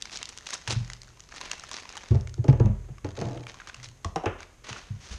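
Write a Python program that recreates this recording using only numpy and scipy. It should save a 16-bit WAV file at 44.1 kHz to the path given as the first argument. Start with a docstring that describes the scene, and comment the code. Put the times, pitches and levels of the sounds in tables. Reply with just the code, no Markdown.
"""In a quiet workshop, hands pull at a thin plastic bag: its folds buckle in sharp snaps over a fine
frictional rustle, and it tears open with a pop. Tubes of filler are then set down on a sheet-metal car
roof, which booms under soft blows and clangs under hard ones. While the empty bag dangles and ticks,
a tube is dragged over the paint with a stick-slip judder. After a few more knocks the bag is tossed
aside, lands and slides, and last a card packet is pushed away."""
import sys
import numpy as np
from scipy import signal
from scipy.fft import rfft, irfft
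from scipy.io import wavfile

SR = 44100
rng = np.random.default_rng(int(sys.argv[2]) if len(sys.argv) > 2 else 0)


def bounce(signal):
    """Save signal as a 16-bit WAV file at the path given by the first command-line argument."""
    frames = np.transpose(np.atleast_2d(signal))
    limited = np.clip(frames, -1, 1)
    pcm = np.round(limited * 32767).astype(np.int16)
    wavfile.write(sys.argv[1], SR, pcm)


N = 228721
TIME = np.arange(N) / SR

# Relative spectral densities of the room's hush, the film's rustle and a snap: frequency_hz, level_db
HUSH_SPECTRUM = [(15, -30), (25, 5), (44, 6), (117, -1.5), (221, -8), (466, -12), (641, -15), (882, -18),
                 (2120, -19.5), (3910, -25.5), (5680, -26), (6310, -17.5), (7410, -25), (12300, -37),
                 (14400, -42)]
RUSTLE_SPECTRUM = [(120, -15.5), (200, -4.5), (516, -2.5), (675, -3), (738, -1.5), (1180, -2), (2320, -1.5),
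                   (2580, -1.5), (3970, -0.5), (6440, 0), (7040, -7), (9890, -18.5), (14400, -50.5)]
SNAP_SPECTRUM = [(150, -26), (600, -7), (1300, 3.5), (4000, -2.5), (5500, 0), (6600, -0.5), (7500, -8.5),
                 (10000, -19.5), (14000, -44)]
# Low, swaying modes of the whole roof, then its upper modes: frequency_hz, relative_db, t60_s
ROOF_SWAY_MODES = [(27, -39, 0.85), (44.4, -24, 0.76), (68.5, -22, 0.69), (86.26, -17.5, 0.73),
                   (120, -25, 0.96), (136.8, -12, 0.24), (165.1, -29, 0.5), (202.7, -13.5, 0.19)]
ROOF_UPPER_MODES = [(281.5, -2, 0.07), (328, 10.5, 0.051), (363.7, -2.5, 0.24), (397, -7, 0.6),
                    (461.7, 5, 0.11), (544, -11, 0.15), (678, -5.5, 0.28), (738.5, -1, 0.14),
                    (847, 9.5, 0.088), (964, -4, 0.33), (1070, -15, 0.12), (1240, -29, 0.41),
                    (1437, -29, 0.45), (1770, -26, 0.13), (2075, -15, 0.2), (2620, -10.5, 0.1)]
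# Soft loads landing on the roof and rocking to rest:
# start_s, swing_peak_db, panel_hz, touch_count, touch_gap_s, first_rebound_loss_db
SOFT_LANDINGS = [(0.68, -26.5, 116, 2, .041, 2), (0.759, -19.5, 117.4, 3, .041, 7),
                 (2.107, -10.5, 112.6, 3, .039, 4), (2.388, -20, 111, 1, .04, 3),
                 (2.485, -8, 127.5, 2, .045, 10), (2.603, -11.5, 115.6, 3, .045, 1.5),
                 (2.899, -36.5, 128, 1, .04, 5), (3.038, -30, 109.4, 3, .04, 2),
                 (3.207, -23.5, 132, 2, .048, 3), (4.051, -24.5, 83.6, 1, .04, 5),
                 (4.158, -32, 165, 1, .04, 5), (4.26, -25, 99.7, 1, .04, 5), (4.703, -36.5, 118, 1, .04, 5),
                 (4.901, -28, 104.5, 2, .038, 5.5), (5.106, -33.5, 61.4, 2, .032, -1)]
# The pop of the bag tearing open (first row), then hard knocks of tubes on the roof:
# start_s, tick_peak_db, hollow_hz, relative_ring_db, ring_fall_db_per_octave
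TEAR_POP_AND_KNOCKS = [(0.6751, -19, 950, -42.5, 0), (2.1134, -55, 362, -27.5, 11.5),
                       (2.144, -59, 407, -33, 7), (2.3772, -48, 335, -35, 16),
                       (2.4418, -33.5, 399, -27.5, 11), (2.4822, -38, 308, -18, 9),
                       (2.5268, -40, 350, -28.5, 7), (2.598, -35, 341, -19.5, 9.5),
                       (2.6573, -37.5, 332, -32.5, 7), (2.8837, -61, 360, -47.5, 6.5),
                       (3.045, -30, 293, -26, 7.5), (3.1753, -44, 414, -33, 9.5), (3.213, -27, 340, -27, 6),
                       (4.0457, -23, 1113, -38, 26), (4.1589, -23, 790, -27.5, 7.5),
                       (4.2367, -41, 738, -31.5, 11), (4.2575, -27, 451, -24, 2.5)]
# A tube dragged over the roof: start_s, length_s, relative_friction_db, relative_drone_db
TUBE_DRAGS = [(3.171, 0.21, -39.5, -35.5), (3.771, .13, -90, -46)]
# Movements that make a rustle: start_s, length_s, relative_db, extra_treble_db
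BAG_AND_PACKET_SLIDES = [(4.38, .05, -45.5, -9), (4.635, .15, -42.5, -5.5), (4.68, .02, -33, -4),
                         (5.0, .19, -48, 0), (5.105, .025, -41, 1)]  # the tossed bag lands and slides, then the packet is pushed
BAG_DANGLES = [(2.72, 0.45, -66, -24), (3.05, 0.394, -52.5, -1.5)]  # the empty bag hangs from one hand
HAND_GRIPS = [(0.0, 0.93, -55, -1), (1.0, 0.7, -64, 0.5), (1.31, 0.837, -51.5, -3.5),
              (3.485, 0.382, -56.5, -4.5)]  # the hands hold the full bag, then the empty one
FINGER_SQUEEZES = [(0.115, 0.051, -42, 3.5), (0.19, 0.033, -45, -7), (0.46, .06, -47.5, 4.5),
                   (0.523, 0.027, -37.5, -1), (0.675, 0.0073, -37, 3), (0.694, 0.032, -32.5, 2),
                   (1.345, 0.04, -50.5, 3), (1.41, 0.052, -42, -6), (1.49, 0.054, -43, -3),
                   (1.715, 0.087, -45, 0.5), (1.92, 0.043, -48, -15), (2.477, 0.019, -43, -5.5),
                   (3.475, 0.031, -47.5, -2), (3.6, 0.019, -62, -12), (3.672, 0.019, -47.5, -1),
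                   (3.828, 0.025, -53.5, 9)]  # the fingers squeeze or pull the film
# The loudest folds snapping through: start_s, relative_crack_db, relative_body_db, facet_hz
LOUD_FOLDS = [(0.022, -25.5, -44, 2800), (0.0548, -33.5, -39.5, 2220), (0.0961, -43, -43, 2580),
              (0.172, -29.5, -63, 2960), (0.2285, -27, -36, 2750), (0.255, -32, -62.5, 2960),
              (0.2899, -33, -42.5, 2870), (0.375, -35, -69, 1260), (0.3852, -37, -49, 1520),
              (0.4673, -42, -38.5, 2740), (0.5055, -32, -38, 2010), (0.532, -30, -38, 1100),
              (0.5391, -26.5, -53, 2130), (0.732, -37, -42, 2740), (0.9, -35, -36, 1980),
              (0.9333, -33, -42.5, 2940), (1.017, -38, -57, 2030), (1.2038, -39, -53, 2010),
              (1.323, -50, -42, 1740), (1.3617, -40, -45, 1870), (1.4121, -30.5, -35.5, 1024),
              (1.4543, -38, -43, 1180), (1.5147, -24.5, -31, 2760), (1.5958, -36, -47, 1400),
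              (1.636, -38.5, -39, 1344), (1.714, -31, -37.5, 1093), (1.732, -34.5, -60, 1930),
              (1.8911, -35.5, -42.5, 2700), (1.9686, -35, -38.5, 880), (1.9749, -36, -38, 3050),
              (2.2095, -44, -65, 820), (2.2732, -41, -42, 2190), (2.2937, -45.5, -58, 1950),
              (2.341, -40, -51, 1400), (2.9818, -51, -48, 1150), (3.3746, -50, -44.5, 1270),
              (3.4346, -52, -49, 2310), (3.468, -41, -37.5, 2360), (3.5425, -43, -46.5, 1100),
              (3.5997, -62, -40, 1560), (3.6166, -62, -43, 1460), (3.6723, -67, -41, 1540),
              (3.6964, -43, -37.5, 1520), (3.7437, -38, -40.5, 2740), (3.831, -49, -46.5, 2100),
              (4.4046, -40.5, -42.5, 1530), (4.4299, -41.5, -42.5, 2300), (4.7285, -34.5, -34.5, 2800),
              (4.7614, -61, -40, 1440)]


def from_db(db):
    """Amplitude ratio of a level in decibels."""
    return 10 ** (np.asarray(db) / 20)


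def unit_rms(x):
    """Normalisation to rms 1."""
    return x / np.sqrt(np.mean(x ** 2) + 1e-20)


def unit_peak(x):
    """Normalisation to peak 1."""
    return x / np.max(np.abs(x))


def unit_onset(x, samples):
    """Normalisation to rms 1 over the first samples."""
    return x / np.sqrt(np.mean(x[:samples] ** 2))


def add(out, start_s, sound):
    """Superposition: a sound joins the mix at its start time."""
    at = max(0, round(start_s * SR))
    out[at:at + len(sound)] += sound[:max(0, N - at)]


def filtered(x, hz, kind, order=2):
    """Butterworth filtering."""
    return signal.sosfilt(signal.butter(order, hz, kind, fs=SR, output="sos"), x + 1e-18)


def convolve(x, impulse):
    """Linear response by convolution, cut to the length of the input."""
    return signal.fftconvolve(x, impulse)[:len(x)]


def impulse_response(spectrum, size=1024):
    """Minimum phase: folding the cepstrum gives a spectrum its causal response, with energy 1."""
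    hz, db = np.transpose(spectrum)
    gain = from_db(np.interp(np.log(np.fft.rfftfreq(size, 1 / SR) + 1), np.log(hz), db))
    cepstrum = irfft(np.log(gain))
    cepstrum[0], cepstrum[size // 2:] = 0, 0
    return unit_rms(irfft(np.exp(rfft(2 * cepstrum)))) / np.sqrt(size)


def decay(t, t60):
    """Exponential damping: 60 dB in t60 seconds."""
    return from_db(-60 * t / t60)


def resonance(t, hz, cycles):
    """A damped oscillator builds up in about one cycle and loses 60 dB over the given cycles."""
    return np.sin(2 * np.pi * hz * t) * decay(t, cycles / hz) * (1 - np.exp(-t * hz))


def modal_sum(t, modes, spread_db):
    """Modal superposition: damped sines, each with a random strength and phase."""
    out = np.zeros(len(t))
    for hz, db, t60 in modes:
        gain = from_db(db + rng.normal(0, spread_db))
        out += gain * np.sin(2 * np.pi * (hz * t + rng.random())) * decay(t, t60)
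    return out


def grains(per_s, spread_db):
    """A Poisson process of clicks, many small and few large; rms 1."""
    sizes = from_db(spread_db * np.minimum(rng.exponential(1, N), 3.5))
    return unit_rms((rng.random(N) < per_s / SR) * sizes * rng.choice([-1, 1], N))


def crack(t60, rise_s, flutter_db=-13, flutter_t60=0.015):
    """A transient with two decay rates: violent flexing, then a brief flutter."""
    t = TIME[:SR // 25]
    envelope = decay(t, t60) + from_db(flutter_db) * decay(t, flutter_t60)
    return rng.standard_normal(len(t)) * (1 - np.exp(-(t / rise_s) ** 2)) * envelope


def room_hush(level_db=-56.5):
    """Stationary noise, strongest in the bass, forms the background."""
    colour = impulse_response(HUSH_SPECTRUM, size=8192)
    return from_db(level_db) * unit_rms(convolve(rng.standard_normal(N), colour))


def room_reverberation(direct, wet_db=-17.0, t60=0.45, gap_s=0.0085):
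    """Diffuse reflection from the roof and the cluttered walls adds a decaying tail."""
    t = TIME[:SR // 2]
    reflections = rng.standard_normal(len(t)) * decay(t, t60) * (t > gap_s)
    tail = filtered(reflections, [300, 7000], "band", order=1)
    return direct + from_db(wet_db) * convolve(direct, tail / np.linalg.norm(tail))


def roof_ring(clatter_t60=0.053, tail_t60=0.47, tail_db=-11, modes_db=-31, rise_s=0.0016):
    """Modal overlap: after a blow, crowded modes merge into a haze and a few clear ones stand out."""
    t = TIME[:SR]
    envelope = decay(t, clatter_t60) + from_db(tail_db) * decay(t, tail_t60)
    haze = filtered(rng.standard_normal(len(t)) * envelope, 1000, "low", order=1)
    modes = modal_sum(t, ROOF_UPPER_MODES, spread_db=3.8)
    return (0.5 * haze + from_db(modes_db) * modes) * (1 - np.exp(-t / rise_s))


def tube_drags(judder_db=2.5, scrape_db=-17, drone_db=3.0, panel_hz=122, slowing_db_per_s=24):
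    """Stick-slip friction: a tube's many small slips scrape, ring the roof and keep the panel droning."""
    out, t = np.zeros(N), TIME[:SR // 2]
    slips = grains(490, 0.61)
    judder = unit_rms(filtered(convolve(slips, roof_ring(modes_db=-30)), [160, 700], "band"))
    grit = convolve(grains(1700, 2.1), impulse_response(SNAP_SPECTRUM))
    scrape = unit_rms(filtered(grit, 2800, "low", order=1))
    drone = unit_rms(convolve(slips, np.sin(2 * np.pi * panel_hz * t) * decay(t, t60=0.42)))
    friction = from_db(judder_db) * judder + from_db(scrape_db) * scrape
    for start_s, length_s, friction_db, panel_db in TUBE_DRAGS:
        slowing = from_db(-slowing_db_per_s * np.maximum(TIME - start_s, 0))
        speed = stroke(start_s, length_s, attack_s=0.051, release_t60=0.49) * slowing
        out += speed * (from_db(friction_db) * friction + from_db(drone_db + panel_db) * drone)
    return out


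def rocking_touches(pitch_sag=0.062, loss_exponent=2.3):
    """Inelastic rebound: each touch is lower and as a rule weaker; gives start_s, peak_db, pitch_hz."""
    return [(start_s + k * gap_s, db - loss_db * k ** loss_exponent, hz * (1 - pitch_sag) ** k)
            for start_s, db, hz, count, gap_s, loss_db in SOFT_LANDINGS for k in range(round(count))]


def roof_thumps(swell_s=0.011, octave_db=-14, reference_db=-10, handover_s=0.0043):
    """Coupled vibration: a softly loaded panel swings up and hands its motion to the whole roof."""
    out, t = np.zeros(N), TIME[:SR]
    swell = (t / swell_s) ** 2 * np.exp(-t / swell_s * 1.58)
    for start_s, db, hz in rocking_touches():
        # Thin sheet bends nonlinearly: its overtone grows with the square of the swing.
        octave = from_db(octave_db + db - reference_db) * np.sin(2 * np.pi * 2 * hz * t)
        swing = unit_peak(swell * (np.sin(2 * np.pi * hz * t) + octave))
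        sway = modal_sum(t, ROOF_SWAY_MODES, spread_db=5.36) * (1 - np.exp(-t / handover_s))
        add(out, start_s, from_db(db) * (swing + sway))
    return out


def tear_pop_and_knocks(ring_trim_db=-7.0, scuff_db=-24, hollow_db=-9.0, clarity_db_per_octave=6.0):
    """Impulsive excitation: the bag's pop and each knock give a ring, a hollow note, a tick and a scuff."""
    out, t = np.zeros(N), TIME[:SR]
    bands_hz = [(240, 600), (600, 1250), (1250, 3100)]
    colour = impulse_response(SNAP_SPECTRUM)
    grit = convolve(grains(1700, 1.9), colour)
    for start_s, tick_db, hollow_hz, ring_db, fall_db_per_octave in TEAR_POP_AND_KNOCKS:
        octaves_above = np.maximum(np.log2(np.mean(bands_hz, axis=1) / hollow_hz), 0)
        ring = roof_ring()
        for band, db in zip(bands_hz, ring_db - fall_db_per_octave * octaves_above):
            ring_band = unit_onset(filtered(ring, band, "band", order=4), samples=1470)
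            add(out, start_s, from_db(db + ring_trim_db) * ring_band)
        hollow = unit_onset(resonance(t, hollow_hz, cycles=42), samples=1470)
        clarity_db = clarity_db_per_octave * np.log2(hollow_hz / 450)  # small stiff parts ring clearer
        add(out, start_s, from_db(ring_db + hollow_db + clarity_db) * hollow)
        tick = unit_peak(convolve(crack(t60=0.0028, rise_s=0.00096), colour))
        scuff = np.roll(grit, rng.integers(N))[:SR] * decay(t, t60=0.15)
        add(out, start_s, from_db(tick_db) * tick)
        add(out, start_s, from_db(tick_db + scuff_db) * scuff)
    return out


def stroke(start_s, length_s, attack_s, release_t60):
    """Envelope of one movement: linear rise, hold and exponential decay."""
    rise = np.clip((TIME - start_s) / attack_s, 0, 1)
    return rise * decay(np.maximum(TIME - start_s - length_s, 0), release_t60)


def film_gains(moves, attack_s, release_t60, settle_db, settle_t60):
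    """Relaxation: creases go on settling after each move; gives the film's treble and body gains."""
    treble_power, body_power = np.zeros(N), np.zeros(N)
    for start_s, length_s, db, treble_db in moves:
        moving = stroke(start_s, length_s, attack_s, release_t60)
        settling = from_db(settle_db) * stroke(start_s, length_s, attack_s, settle_t60)
        gain = from_db(db) * np.maximum(moving, settling)
        treble_power += (from_db(treble_db) * gain) ** 2
        body_power += gain ** 2
    return np.sqrt([treble_power, body_power])


def hand_effort():
    """Incoherent addition: short squeezes add in power to a steady grip."""
    grip = film_gains(HAND_GRIPS, attack_s=0.005, release_t60=0.18, settle_db=-21, settle_t60=1.0)
    squeeze = film_gains(FINGER_SQUEEZES, attack_s=0.0051, release_t60=0.064,
                         settle_db=-18, settle_t60=0.33)
    return np.hypot(grip, squeeze)


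def film_radiation(excitation, gains, split_hz=2900):
    """Source and filter: the film radiates a treble band and a body band, each with its own gain."""
    out, colour = np.zeros(N), impulse_response(RUSTLE_SPECTRUM)
    for gain, kind in zip(gains, ("high", "low")):
        band = filtered(colour, split_hz, kind, order=3)
        out += gain * convolve(excitation, band / np.linalg.norm(band))
    return out


def creases(per_s, spread_db, t60=0.029, rise_s=0.00065, count=14):
    """Crackling noise: small creases pop at random, each with a ring of its own; rms 1."""
    out, t = np.zeros(N), TIME[:SR // 60]
    envelope = (1 - np.exp(-(t / rise_s) ** 2)) * decay(t, t60)
    for _ in range(count):
        pops = grains(per_s / count, spread_db)
        out += convolve(pops, rng.standard_normal(len(t)) * envelope)
    return unit_rms(out)


def bag_and_packet_slides(rub_db=-8.0, crinkle_db=-9.5):
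    """Sliding friction: the tossed bag, then the card packet, swishes with a light crinkle."""
    gains = film_gains(BAG_AND_PACKET_SLIDES, attack_s=0.0095, release_t60=0.12,
                       settle_db=-8.5, settle_t60=0.88)
    friction = from_db(rub_db) * grains(9000, 4.0) + from_db(crinkle_db) * creases(600, 5.8)
    return film_radiation(friction, gains)


def bag_rustle(effort, rub_db=-6.5, crinkle_db=-2.5, dangle_db=-4.0, top_hz=10500):
    """Friction of film on film gives dense grains among popping creases; hanging free, it only ticks."""
    handled = from_db(rub_db) * grains(6000, 2.9) + from_db(crinkle_db) * creases(300, 4.2, t60=0.0035)
    hanging = from_db(dangle_db) * creases(110, 4.2, t60=0.011)
    swing = film_gains(BAG_DANGLES, attack_s=0.026, release_t60=0.15, settle_db=-25, settle_t60=0.6)
    return filtered(film_radiation(handled, effort) + film_radiation(hanging, swing), top_hz, "low")


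def lesser_folds(body_gain, crack_db=-45, body_db=-49, reference_db=-50, exponent=0.47, count=110):
    """A power law: folds yield at uneven gaps, louder as the hands work harder; rows as in LOUD_FOLDS."""
    start_s = (np.arange(count) + rng.random(count)) / count * TIME[-1]
    effort_db = 20 * np.log10(np.interp(start_s, TIME, body_gain) + 1e-9)
    push_db = exponent * (effort_db - reference_db)
    scatter_db = 3.0 * rng.standard_normal((count, 2))
    facet_hz = 950 * (2500 / 950) ** rng.random(count)
    crack_levels = crack_db + push_db + scatter_db[:, 0]
    body_levels = body_db + push_db + scatter_db[:, 1]
    return list(zip(start_s, crack_levels, body_levels, facet_hz))


def bag_snaps(folds, crack_trim_db=-3.5, body_trim_db=0.44, facet_db=0.5, median_t60=0.0048):
    """Snap-through buckling: a fold flips with a crack of its own colour; the facet beside it rings."""
    out, t = np.zeros(N), TIME[:SR // 25]
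    onset = 176  # samples, about 4 ms
    for start_s, crack_db, body_db, facet_hz in folds:
        colour = impulse_response([(hz, db + rng.normal(0, 2.5)) for hz, db in SNAP_SPECTRUM])
        flex = crack(median_t60 * np.exp(rng.normal()), rise_s=0.0008)
        flex[SR // 1500] += 2.5 * rng.choice([-1, 1])  # the sharp spike of the flip
        snap = convolve(flex, colour)
        treble = unit_onset(filtered(snap, 3120, "high", order=3), onset)
        facet = unit_onset(resonance(t, facet_hz, cycles=22), onset)
        body = unit_onset(filtered(snap, [600, 3000], "band"), onset) + from_db(facet_db) * facet
        add(out, start_s, from_db(crack_db + crack_trim_db) * treble)
        add(out, start_s, from_db(body_db + body_trim_db) * unit_onset(body, onset))
    return out


def scene():
    """Superposition in one channel: bag, knocks and drags reverberate; thumps and hush are added dry."""
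    hush = room_hush()
    effort = hand_effort()
    folds = LOUD_FOLDS + lesser_folds(body_gain=effort[1])
    bag = bag_snaps(folds) + bag_rustle(effort) + bag_and_packet_slides()
    reverberant = room_reverberation(bag + tear_pop_and_knocks() + tube_drags())
    return (reverberant + roof_thumps() + hush)[None]


def record(dry, port_hz=6480, port_gain=0.21, cutoff_hz=14000):
    """Resonance of the microphone port adds a faint treble ring; a steep low-pass cuts the top."""
    port = signal.lfilter(*signal.iirpeak(port_hz, Q=14, fs=SR), dry)
    return filtered(dry + port_gain * port, cutoff_hz, "low", order=16)


dry = scene()
out = record(dry)
bounce(out)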